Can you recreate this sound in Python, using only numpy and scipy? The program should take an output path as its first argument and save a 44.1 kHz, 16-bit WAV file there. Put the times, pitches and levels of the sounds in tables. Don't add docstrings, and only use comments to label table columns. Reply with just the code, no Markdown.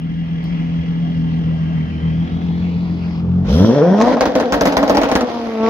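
import sys
import numpy as np
from scipy import signal
from scipy.io import wavfile
from scipy.ndimage import map_coordinates

SR = 44100
rng = np.random.default_rng(int(sys.argv[2]) if len(sys.argv) > 2 else 0)


def invert_db(level):
    return 10 ** (np.asarray(level, dtype=float) / 20)


def pcm_store(signal):
    levels = np.round(np.clip(np.atleast_2d(signal), -1, 1) * 32767)
    wavfile.write(sys.argv[1], SR, levels.astype(np.int16).T)


N = 251237
T = np.arange(N) / SR

# time in seconds, firings in Hz, drone in dB.
IDLE = [(0, 41.5, -25), (.85, 42.03, -21.5), (1.22, 41.36, -19), (1.75, 40.65, -19), (1.92, 39.78, -17.5),
        (2.1, 40.79, -16.5), (2.3, 42.07, -17), (2.67, 43.78, -18.5), (3.15, 42.93, -21.5),
        (3.37, 44.3, -19.5), (3.44, 46.1, -17.5), (3.5, 54.38, -24.5)]
CYLINDERS = [0, -2, -1.5, -3, -4, 0.3]
# multiple, far level in dB, near level in dB,
# gain with the clutch in, in dB, gain in a stumble in dB.
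IDLE_ORDERS = [(1, -58, -45, -14, 6.5), (2, -16.5, -6.5, 6.5, 1), (3, -18, -14.5, 13.5, -10.5),
               (4, 4.5, 0.5, 2, -13.5), (5, -25, -10, 5, 3.5), (6, -7, -16, 5.5, -2),
               (7, -17, -22, -12, -1.5), (8, -37.5, -24, -7, 13), (9, -43.5, -25.5, 6.5, -3),
               (10, -28.5, -26, -3, -5), (11, -45, -30, -12, 4)]
# time in seconds, half length in seconds, depth from 0 to 1.
STUMBLES = [
    (1.938, 0.083, 0.98),
    (2.283, 0.047, 0.65),
    (2.395, 0.031, 0.7),
]
# time in seconds, firings in Hz, exhaust in dB.
REV = [(3.44, 44.99, -23.5), (3.5, 59.36, -3), (3.552, 75.66, -1.5), (3.64, 102, 1), (3.808, 153.4, 1),
       (3.99, 215.6, 0), (4.11, 260.4, -3.5), (4.16, 246.3, -1), (4.25, 243.7, -6.5), (4.48, 243.4, -3),
       (4.7, 272.2, -6), (4.95, 275.5, -5), (5.24, 244.8, -9), (5.31, 239.6, -16.5), (5.48, 227.6, -13),
       (5.52, 224.5, -16.5), (5.6, 220, -7), (5.697, 228.1, -1)]
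# time in seconds, share of even firings from 0 to 1.
EVEN_BURN = [(3.44, .92), (3.7, .77), (4.08, .84), (4.14, .5), (5.22, .5), (5.33, .8), (5.58, .97),
             (5.7, .99)]
# frequency in Hz, gain in dB.
LOWER_GAIN = [(60, -10), (100, -10.5), (128, -20), (190, -7), (400, -20.5), (490, -10.5), (600, -23),
              (680, -17)]
# frequency in Hz, gain in dB.
UPPER_GAIN = [(150, -23), (260, -21), (380, 9.5), (500, 14.5), (680, -3.5), (830, -16), (1000, -13.5),
              (1400, -25), (2200, -57.5), (3200, -41.5), (5500, -52.5)]
# frequency in Hz, width in Hz, level in dB.
PIPE = [(193.2, 33, -2.5), (281, 13.3, 5), (482, 93, -2), (664, 195, -3.5), (985, 115, -11),
        (1500, 133, -15.5), (1890, 110, -16.5)]
# time in seconds, crack in dB, thump relative to the crack in dB.
POPS = [(4.0024, -22, 24.5), (4.0127, -14.5, 12), (4.0736, -26.5, 26.5), (4.0971, -40, 20), (4.13, -53, -8),
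        (4.1684, -34.5, 31.5), (4.2079, -10, 13.5), (4.2553, -15, 8), (4.353, -14.5, 12.5),
        (4.3846, -30, -5), (4.3994, -18.5, 17), (4.435, -58, -3), (4.5226, -12, 4), (4.5377, -17, 10),
        (4.6098, -11.5, 11.5), (4.6546, -12, -21), (4.6713, -15.5, 6), (4.723, -22, 6), (4.7679, -9.5, 2),
        (4.8284, -18, 21), (4.8779, -19, 7.5), (4.8959, -11.5, 13), (4.948, -19, -2), (4.97, -12.5, -14),
        (5.0147, -18, 8), (5.0332, -16, 16), (5.0883, -21.5, 18.5), (5.1147, -13.5, 11), (5.1528, -8, 5.5),
        (5.2084, -18, 11)]
# frequency in Hz, width in Hz, level in dB.
TAILPIPE = [(578.5, 94.5, -4.5), (1160, 170, -17), (285, 30, -6)]
# time in seconds, relative level in dB.
FACING = [(4.1, -37), (4.2, -31.5), (4.55, -24), (5.25, -26.5)]
# time in seconds, share of full flow.
FLOW = [(0, -.15), (.5, 0.14), (2.0, 0.16), (3.18, 0.19), (3.44, 0.14), (3.5, 1), (3.7, 0.69), (3.85, 0.47),
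        (3.94, 0.33), (4.02, 1.0), (4.34, 0.87), (4.7, 0.93), (5.1, 0.92), (5.22, 0.81), (5.36, 0.68),
        (5.6, 0.44), (5.7, 1)]
# idle level in dB, rise at full flow in dB, change with the clutch in, in dB,
# change in the pedal kick in dB, rise with revs in dB.
LAYERS = [
    (-40, 19, 1, -7.5, 0),
    (-46.5, 12.5, -7.5, -2, 1.5),
    (-57.5, 22, -4.5, 0, 1),
    (-76, 13.5, -10, 14.5, 5),
    (-29, 1, 3.5, 9.5, -25.5),
]
# frequency in Hz, level in dB per Hz.
RUSH = [(180, -27.5), (300, -0.5), (360, -27.5), (437, -5), (557, -11), (621, -7.5), (1500, -20.5),
        (1950, -71.5), (3300, -120)]
# frequency in Hz, level in dB per Hz.
CLATTER = [(650, -36), (1100, -6.5), (1270, -11), (2010, -2), (2510, -2.5), (3230, -15), (3620, -18),
           (4500, -15), (5850, -49), (9900, -120)]
# frequency in Hz, level in dB per Hz.
JET = [(1290, -34), (2200, -18.5), (2630, -12.5), (3210, 3), (4160, -1.5), (5280, -0.5), (5980, -9),
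       (8000, -48), (10400, -58.5), (17600, -120)]
# frequency in Hz, level in dB per Hz.
TOP = [(4410, -37.5), (7500, -9), (10500, 0.5), (13900, -4), (16200, -8.5), (16500, -53)]
# frequency in Hz, level in dB per Hz.
RUMBLE = [(15, -51), (25, -21.5), (64, -5), (112, -16.5), (167, -1), (270, -22.5), (339, -28), (600, -46),
          (780, -66.5), (1320, -120)]
# frequency in Hz, width in Hz, level in dB.
WHINES = [(1648, 24, 2), (2013, 120, -4.5), (2350, 55, -23), (2816, 30, -1.5), (3214, 86, -2.5),
          (5580, 90, -19.5)]
# time in seconds, share.
WHINE_SWELL = [(1.7, 0.045), (2.2, .8), (2.75, 1), (2.95, 0)]
# time in seconds, share.
WHINE_FADE = [(2.1, 1), (2.8, .35)]
# frequency in Hz, width in Hz, level in dB.
INTAKE = [(1320, 300, 0), (3300, 500, 0), (5600, 900, -2)]
# time in seconds, upper edge in Hz, level in dB.
TURBO = [(0, 3410, -55.5), (1.9, 3403, -65.5), (2.3, 3900, -51), (2.7, 4680, -53), (3.15, 5390, -54.5),
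         (3.2, 5560, -55), (3.23, 5430, -70)]
# time in seconds, level in dB.
TICK = [
    (0.44, -45),
]
# time in seconds, lag of the left ear in samples, left minus right in dB.
PASSING = [(0, -18.5, 1), (1.7, -18.5, 0.7), (2.7, -12.5, 1.2), (3.7, -3.5, 0.6), (4.7, 7.5, 0.8),
           (5.7, 1.5, 0.5)]
# delay in seconds, left level in dB, right level in dB.
ECHOES = [(.0031, -21.5, -27.5), (0.014, -5.5, -9.5), (0.024, -29, -26.5), (.047, -19, -20.5),
          (0.083, -19, -20)]
# frequency in Hz, likeness from 0 to 1.
LIKENESS = [(60, 1), (500, 0.7), (1000, 0.5), (2500, 0.1), (15000, 0)]

CLUTCH_S, THROTTLE_S = 3.2, 3.8
KICK_S, KICK_ATTACK_S, KICK_HOLD_S, KICK_FALL_S = 3.46, .07, .15, .07
CATCH_S, CATCH_STEP_DB, CATCH_UPPER_DB = 5.55, 7.0, 8.0
UPPER_DB, UPPER_DB_PER_OCTAVE, RAGGED_DB, RAGGED_DB_PER_OCTAVE = -24, 14.5, -13.5, 7.5
HUNT_TURNS = .6
CRACK_DB, THUMP_DB, BODY_DB, PUSH_DB = 6.5, 5, -3.5, 61.5
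ROUND_TRIP_S = 0.0047
CUT_SHARE, AFTERBURN_S = .42, .025
CLEAN_FOLLOWS = .3
WHINE_HZ = 41.5
INTAKE_DB, INTAKE_KICK_DB = -42, 10


def idle():
    gate, firing_hz, drone_db = in_time(IDLE)
    turns = np.cumsum(firing_hz) / SR
    near, free = np.clip(T / CLUTCH_S, 0, 1), clutch_in()
    stumble = sum(depth * np.exp(-((T - s) / half_s) ** 2) for s, half_s, depth in STUMBLES)
    drone = 0
    for k, far_db, near_db, free_db, stumble_db in IDLE_ORDERS:
        k = round(k)
        level_db = drone_db + far_db + (near_db - far_db) * near + free_db * free + stumble_db * stumble
        firings_db = np.roll(np.tile(CYLINDERS, 300), k // 2) + 0.5 * rng.standard_normal(1800)
        uneven_db = per_firing(firings_db, turns) + (k != 4) * 1.7 * drift(4.0)
        phase = 2 * np.pi * k * turns + 0.63 * k * k + 0.36 * drift(9.1)
        drone = drone + invert_db(level_db + uneven_db) * np.cos(phase)
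    return np.sqrt(2) * gate * drone, turns


def rev():
    gate, firing_hz, level_db = in_time(REV)
    octaves = np.log2(firing_hz / 220)
    ragged_db = level_db + RAGGED_DB + RAGGED_DB_PER_OCTAVE * octaves
    even, burn = in_time(EVEN_BURN)[1], afterburn()
    turns = np.cumsum(firing_hz) / SR
    turns = turns + HUNT_TURNS * (1 - even) ** 1.5 * drift(14)
    spread_db = 5.5 * np.sqrt(1 - even)
    caught = np.clip((T - CATCH_S) / 0.19, 0, 1)

    clean = np.zeros(N)
    for k in (1, 2, 3):
        order_db = level_db + at_hz(LOWER_GAIN, k * firing_hz) - CATCH_STEP_DB * caught * (k == 1)
        order_db = order_db + .6 * spread_db * drift(18)
        clean += invert_db(order_db) * np.cos(2 * np.pi * k * turns + 1.35 - 70 / (k * firing_hz))
    upper_db = level_db + UPPER_DB + UPPER_DB_PER_OCTAVE * octaves + CATCH_UPPER_DB * caught
    slip = .05 * drift(60) - .08
    on = gate > 0
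    for k in range(4, 19):
        order_db = (upper_db + spread_db * drift(20))[on] + 13 + at_hz(UPPER_GAIN, k * firing_hz[on])
        wave = np.cos(k * (2 * np.pi * turns + slip)[on] + 1.0)
        clean[on] += even[on] ** 2 * invert_db(order_db) * wave
    banks_db = .3 * np.cos(np.pi * turns) + .8 * per_firing(rng.standard_normal(1800), turns)
    clean *= np.sqrt(2) * burn ** CLEAN_FOLLOWS * invert_db(spread_db * (0.57 * drift(30) + banks_db))
    below = signal.sosfiltfilt(signal.butter(2, 110, fs=SR, output="sos"), clean)
    clean -= below * np.clip((firing_hz - 130) / 40, 0, 1)

    strength = invert_db(2.1 * per_firing(rng.standard_normal(1800), turns))
    puffs = rng.standard_normal(N) * np.exp(-4.0 * (turns % 1)) * strength
    ragged = invert_db(ragged_db - 1.0) * burn * rms_one(pipe(puffs))
    return gate * (even * clean + np.sqrt(1 - even ** 2) * ragged), turns


def pipe(x):
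    return resonate(band(band(x, 90, 2000), 82, 4200), PIPE)


def pops():
    s, crack_db, thump_db = np.transpose(POPS)
    crack_db = crack_db + CRACK_DB
    top_db = crack_db + np.interp(s, *np.transpose(FACING))
    heavy = pop_hits(crack_db + thump_db + THUMP_DB, -1.5)
    thump = invert_db(2) * resonate(signal.lfilter(np.hanning(14), 1, heavy), TAILPIPE)
    push = invert_db(PUSH_DB) * band(pop_hits(top_db, -1.5), 50, 86)
    hits, high = pop_hits(crack_db, -5), pop_hits(top_db, -2)
    front = invert_db(5) * band(fall(hits, .0002), 1500, 6500)

    white = wide_noise(.8)
    body = white * (fall(hits, 0.0032) + invert_db(-11.5) * fall(hits, 0.036))
    crack = white * (invert_db(-2) * fall(hits, .0006) + invert_db(-23) * fall(hits, .009))
    top = white * (invert_db(3) * fall(high, .001) + invert_db(-12) * fall(high, .018))
    cracks = invert_db(BODY_DB) * band(body, 690, 1730) + band(crack, 3680, 6450) * invert_db([[-2.5], [1.5]])
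    return thump + push + front, cracks + band(top, 8000, 17000)


def pop_hits(levels_db, back_db):
    hits, at = np.zeros(N), (np.array(POPS)[:, 0] * SR + 30).astype(int)
    chance = rng.standard_normal((len(at), 3))
    for trip in range(3):
        trip_db = levels_db + trip * (back_db + 1.5 * chance[:, trip])
        np.add.at(hits, at + int(trip * ROUND_TRIP_S * SR), invert_db(trip_db))
    return hits + 1e-18


def afterburn():
    cut = (T > 4.15) & (T < 5.27)
    burning = fall(pop_hits(np.array(POPS)[:, 1] + 17, -40), AFTERBURN_S)
    return np.where(cut, CUT_SHARE + burning, 1)


def clutch_in():
    return np.interp(T, [CLUTCH_S, CLUTCH_S + 0.036, KICK_S - .03, KICK_S], [0, 1, 1, 0])


def pedal_kick():
    rise = np.clip((T - KICK_S) / KICK_ATTACK_S, 0, 1)
    since_hold = np.maximum(T - KICK_S - KICK_ATTACK_S - KICK_HOLD_S, 0)
    return rise, rise * np.exp(-since_hold / KICK_FALL_S)


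def layer_levels():
    revs = np.clip((in_time(REV)[1] - 50) / 130, 0, 1)
    return np.array(LAYERS) @ [np.ones(N), in_time(FLOW)[1], clutch_in(), pedal_kick()[1], revs]


def air(idle_turns, rev_turns):
    rush_db, clatter_db, jet_db, top_db, _ = layer_levels()
    rush = invert_db(rush_db) * banded_noise(RUSH, patchy_db=2.0)
    jet = invert_db(jet_db + [[-1.5], [1.5]]) * banded_noise(JET, patchy_db=.8)
    top = invert_db(top_db) * banded_noise(TOP, patchy_db=1.5)
    beating = rush + invert_db(clatter_db) * clatter(idle_turns) + jet
    return afterburn() * (firing_beat(idle_turns, rev_turns) * beating + top)


def firing_beat(idle_turns, rev_turns):
    turns = np.where(T < THROTTLE_S, idle_turns, rev_turns)
    depth = np.interp(T, [3.7, 3.85], [.1, .45])
    strength = invert_db(2.5 * per_firing(rng.standard_normal(1800), turns))
    return 1 - depth + 2.5 * depth * np.cos(np.pi * turns) ** 4 * strength


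def clatter(idle_turns):
    knock = banded_noise(CLATTER, patchy_db=3.34)
    at_idle = 0.88 * knock + 1.1 * cover_whine(idle_turns)
    return np.where(T < THROTTLE_S, at_idle, 1.01 * band(knock, 700, 2610))


def cover_whine(idle_turns):
    source = wide_noise(.7)
    covers = rms_one(band(resonate(source, WHINES), 1500, 5800))
    passing = rms_one(resonate(source, WHINES[3:4]))
    fade, swell = [np.interp(T, *np.transpose(rows)) for rows in (WHINE_FADE, WHINE_SWELL)]
    whine = covers * fade + .5 * passing * swell
    return np.array([np.interp(idle_turns / WHINE_HZ, T, side) for side in whine])


def intake():
    rise, kick = pedal_kick()
    load = rise * np.interp(T, [4.0, 4.15, CATCH_S, 5.7], [1, 0, 0, 1.2])
    roar = rms_one(resonate(resonate(wide_noise(.8), INTAKE), INTAKE))
    return load * invert_db(INTAKE_DB + INTAKE_KICK_DB * kick + 1.5 * drift(25)) * roar


def turbo():
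    gate, edge_hz, level_db = in_time(TURBO)
    flutter = signal.sosfilt(signal.butter(4, 600, fs=SR, output="sos"), wide_noise(0.52))
    carrier = np.cos(2 * np.pi * np.cumsum(edge_hz - 600) / SR)
    return gate * invert_db(level_db) * rms_one(flutter * carrier)


def tick():
    s, level_db = TICK[0]
    snap, tail = [(T >= s) * np.exp(-np.abs(T - s) / decay_s) for decay_s in (.003, .12)]
    white = wide_noise(.7)
    grit = invert_db(4) * band(white * tail, 3700, 5200)
    return invert_db(level_db) * (band(white * snap + 1e-18, 2500, 15500) + grit)


def road_rumble():
    return invert_db(layer_levels()[4]) * afterburn() * banded_noise(RUMBLE, patchy_db=2.0)


def street(x):
    _, lag, pan_db = in_time(PASSING)
    n = np.arange(N)
    left = map_coordinates(x[0], [n - np.maximum(lag, 0)], order=3, mode="nearest")
    right = map_coordinates(x[1], [n + np.minimum(lag, 0)], order=3, mode="nearest")
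    return np.array([invert_db(pan_db / 2) * left, invert_db(-pan_db / 2) * right])


def echoes(x):
    thin = band(x, 320, 1600)
    out = 0
    for s, left_db, right_db in ECHOES:
        late = np.array([np.interp(T - s, T, thin), np.interp(T - 1.13 * s, T, thin)])
        out = out + invert_db([[left_db], [right_db]]) * late
    return out


def banded_noise(spectrum, patchy_db):
    low_end, top_end = np.log2(spectrum[0][0]), np.log2(spectrum[-1][0])
    edges = 2 ** np.linspace(low_end, top_end, int(3 * (top_end - low_end)) + 3)
    out, white = 0, rng.standard_normal((2, 2, N))
    for k, (low, high) in enumerate(zip(edges, edges[1:])):
        middle_hz = np.sqrt(low * high)
        level_db = at_hz(spectrum, middle_hz)
        if level_db < -55:
            continue
        mid, side = band(white[k % 2], low, high)
        alike = at_hz(LIKENESS, middle_hz)
        stereo = np.sqrt(1 + alike) * mid + np.sqrt(1 - alike) * side * [[1], [-1]]
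        out = out + invert_db(level_db + patchy_db * drift(9)) * stereo
    return rms_one(out)


def wide_noise(apart):
    return rng.standard_normal(N) + apart * rng.standard_normal((2, N))


def resonate(x, modes):
    out = 0
    for k, (hz, width, level_db) in enumerate(modes):
        r = np.exp(-np.pi * width / SR)
        poles = [1, -2 * r * np.cos(2 * np.pi * hz / SR), r * r]
        ringing = signal.lfilter([1 - r * r, 0, r * r - 1], poles, x + 1e-18)
        out = out + (-1) ** k * invert_db(level_db) * ringing
    return out


def band(x, low_hz, high_hz):
    return signal.sosfilt(signal.butter(2, [low_hz, high_hz], "band", fs=SR, output="sos"), x)


def fall(hits, decay_s):
    return signal.lfilter([1], [1, -np.exp(-1 / (decay_s * SR))], hits)


def drift(rate):
    steps, coarse = rng.standard_normal(2000), T[::32]
    curve = map_coordinates(steps, [coarse * rate * 2 + 5], order=3)
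    return rms_one(np.interp(T, coarse, curve))


def per_firing(values, turns):
    return np.interp(turns, np.arange(len(values)), values)


def in_time(rows, fade_s=0.077):
    s, *columns = np.transpose(rows)
    gate = np.interp(T, [s[0] - fade_s, s[0], s[-1], s[-1] + fade_s], [0, 1, 1, 0])
    return [gate] + [np.interp(T, s, column) for column in columns]


def at_hz(points, hz):
    table_hz, level = np.transpose(points)
    return np.interp(np.log(hz), np.log(table_hz), level)


def rms_one(x):
    return x / np.sqrt(np.mean(x ** 2) + 1e-20)


def scene():
    drone, idle_turns = idle()
    roar, rev_turns = rev()
    thump, cracks = pops()
    exhaust = drone + roar + thump
    engine = exhaust + cracks + air(idle_turns, rev_turns) + intake() + turbo()
    return street(engine + tick() + road_rumble()) + echoes(exhaust)


def low_pass(x):
    return signal.sosfilt(signal.butter(12, 16830, fs=SR, output="sos"), x)


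def record(dry):
    rounded = np.tanh(dry) * np.clip((T[-1] - T) / .004, 0, 1)
    wet = signal.sosfilt(signal.butter(2, 45, "high", fs=SR, output="sos"), rounded)
    wet = wet - 0.49 * band(wet, 6640, 9550)
    wet = signal.sosfilt(signal.cheby2(10, 60, 17100, fs=SR, output="sos"), wet)
    return low_pass(wet)


dry = scene()
out = record(dry)
pcm_store(out)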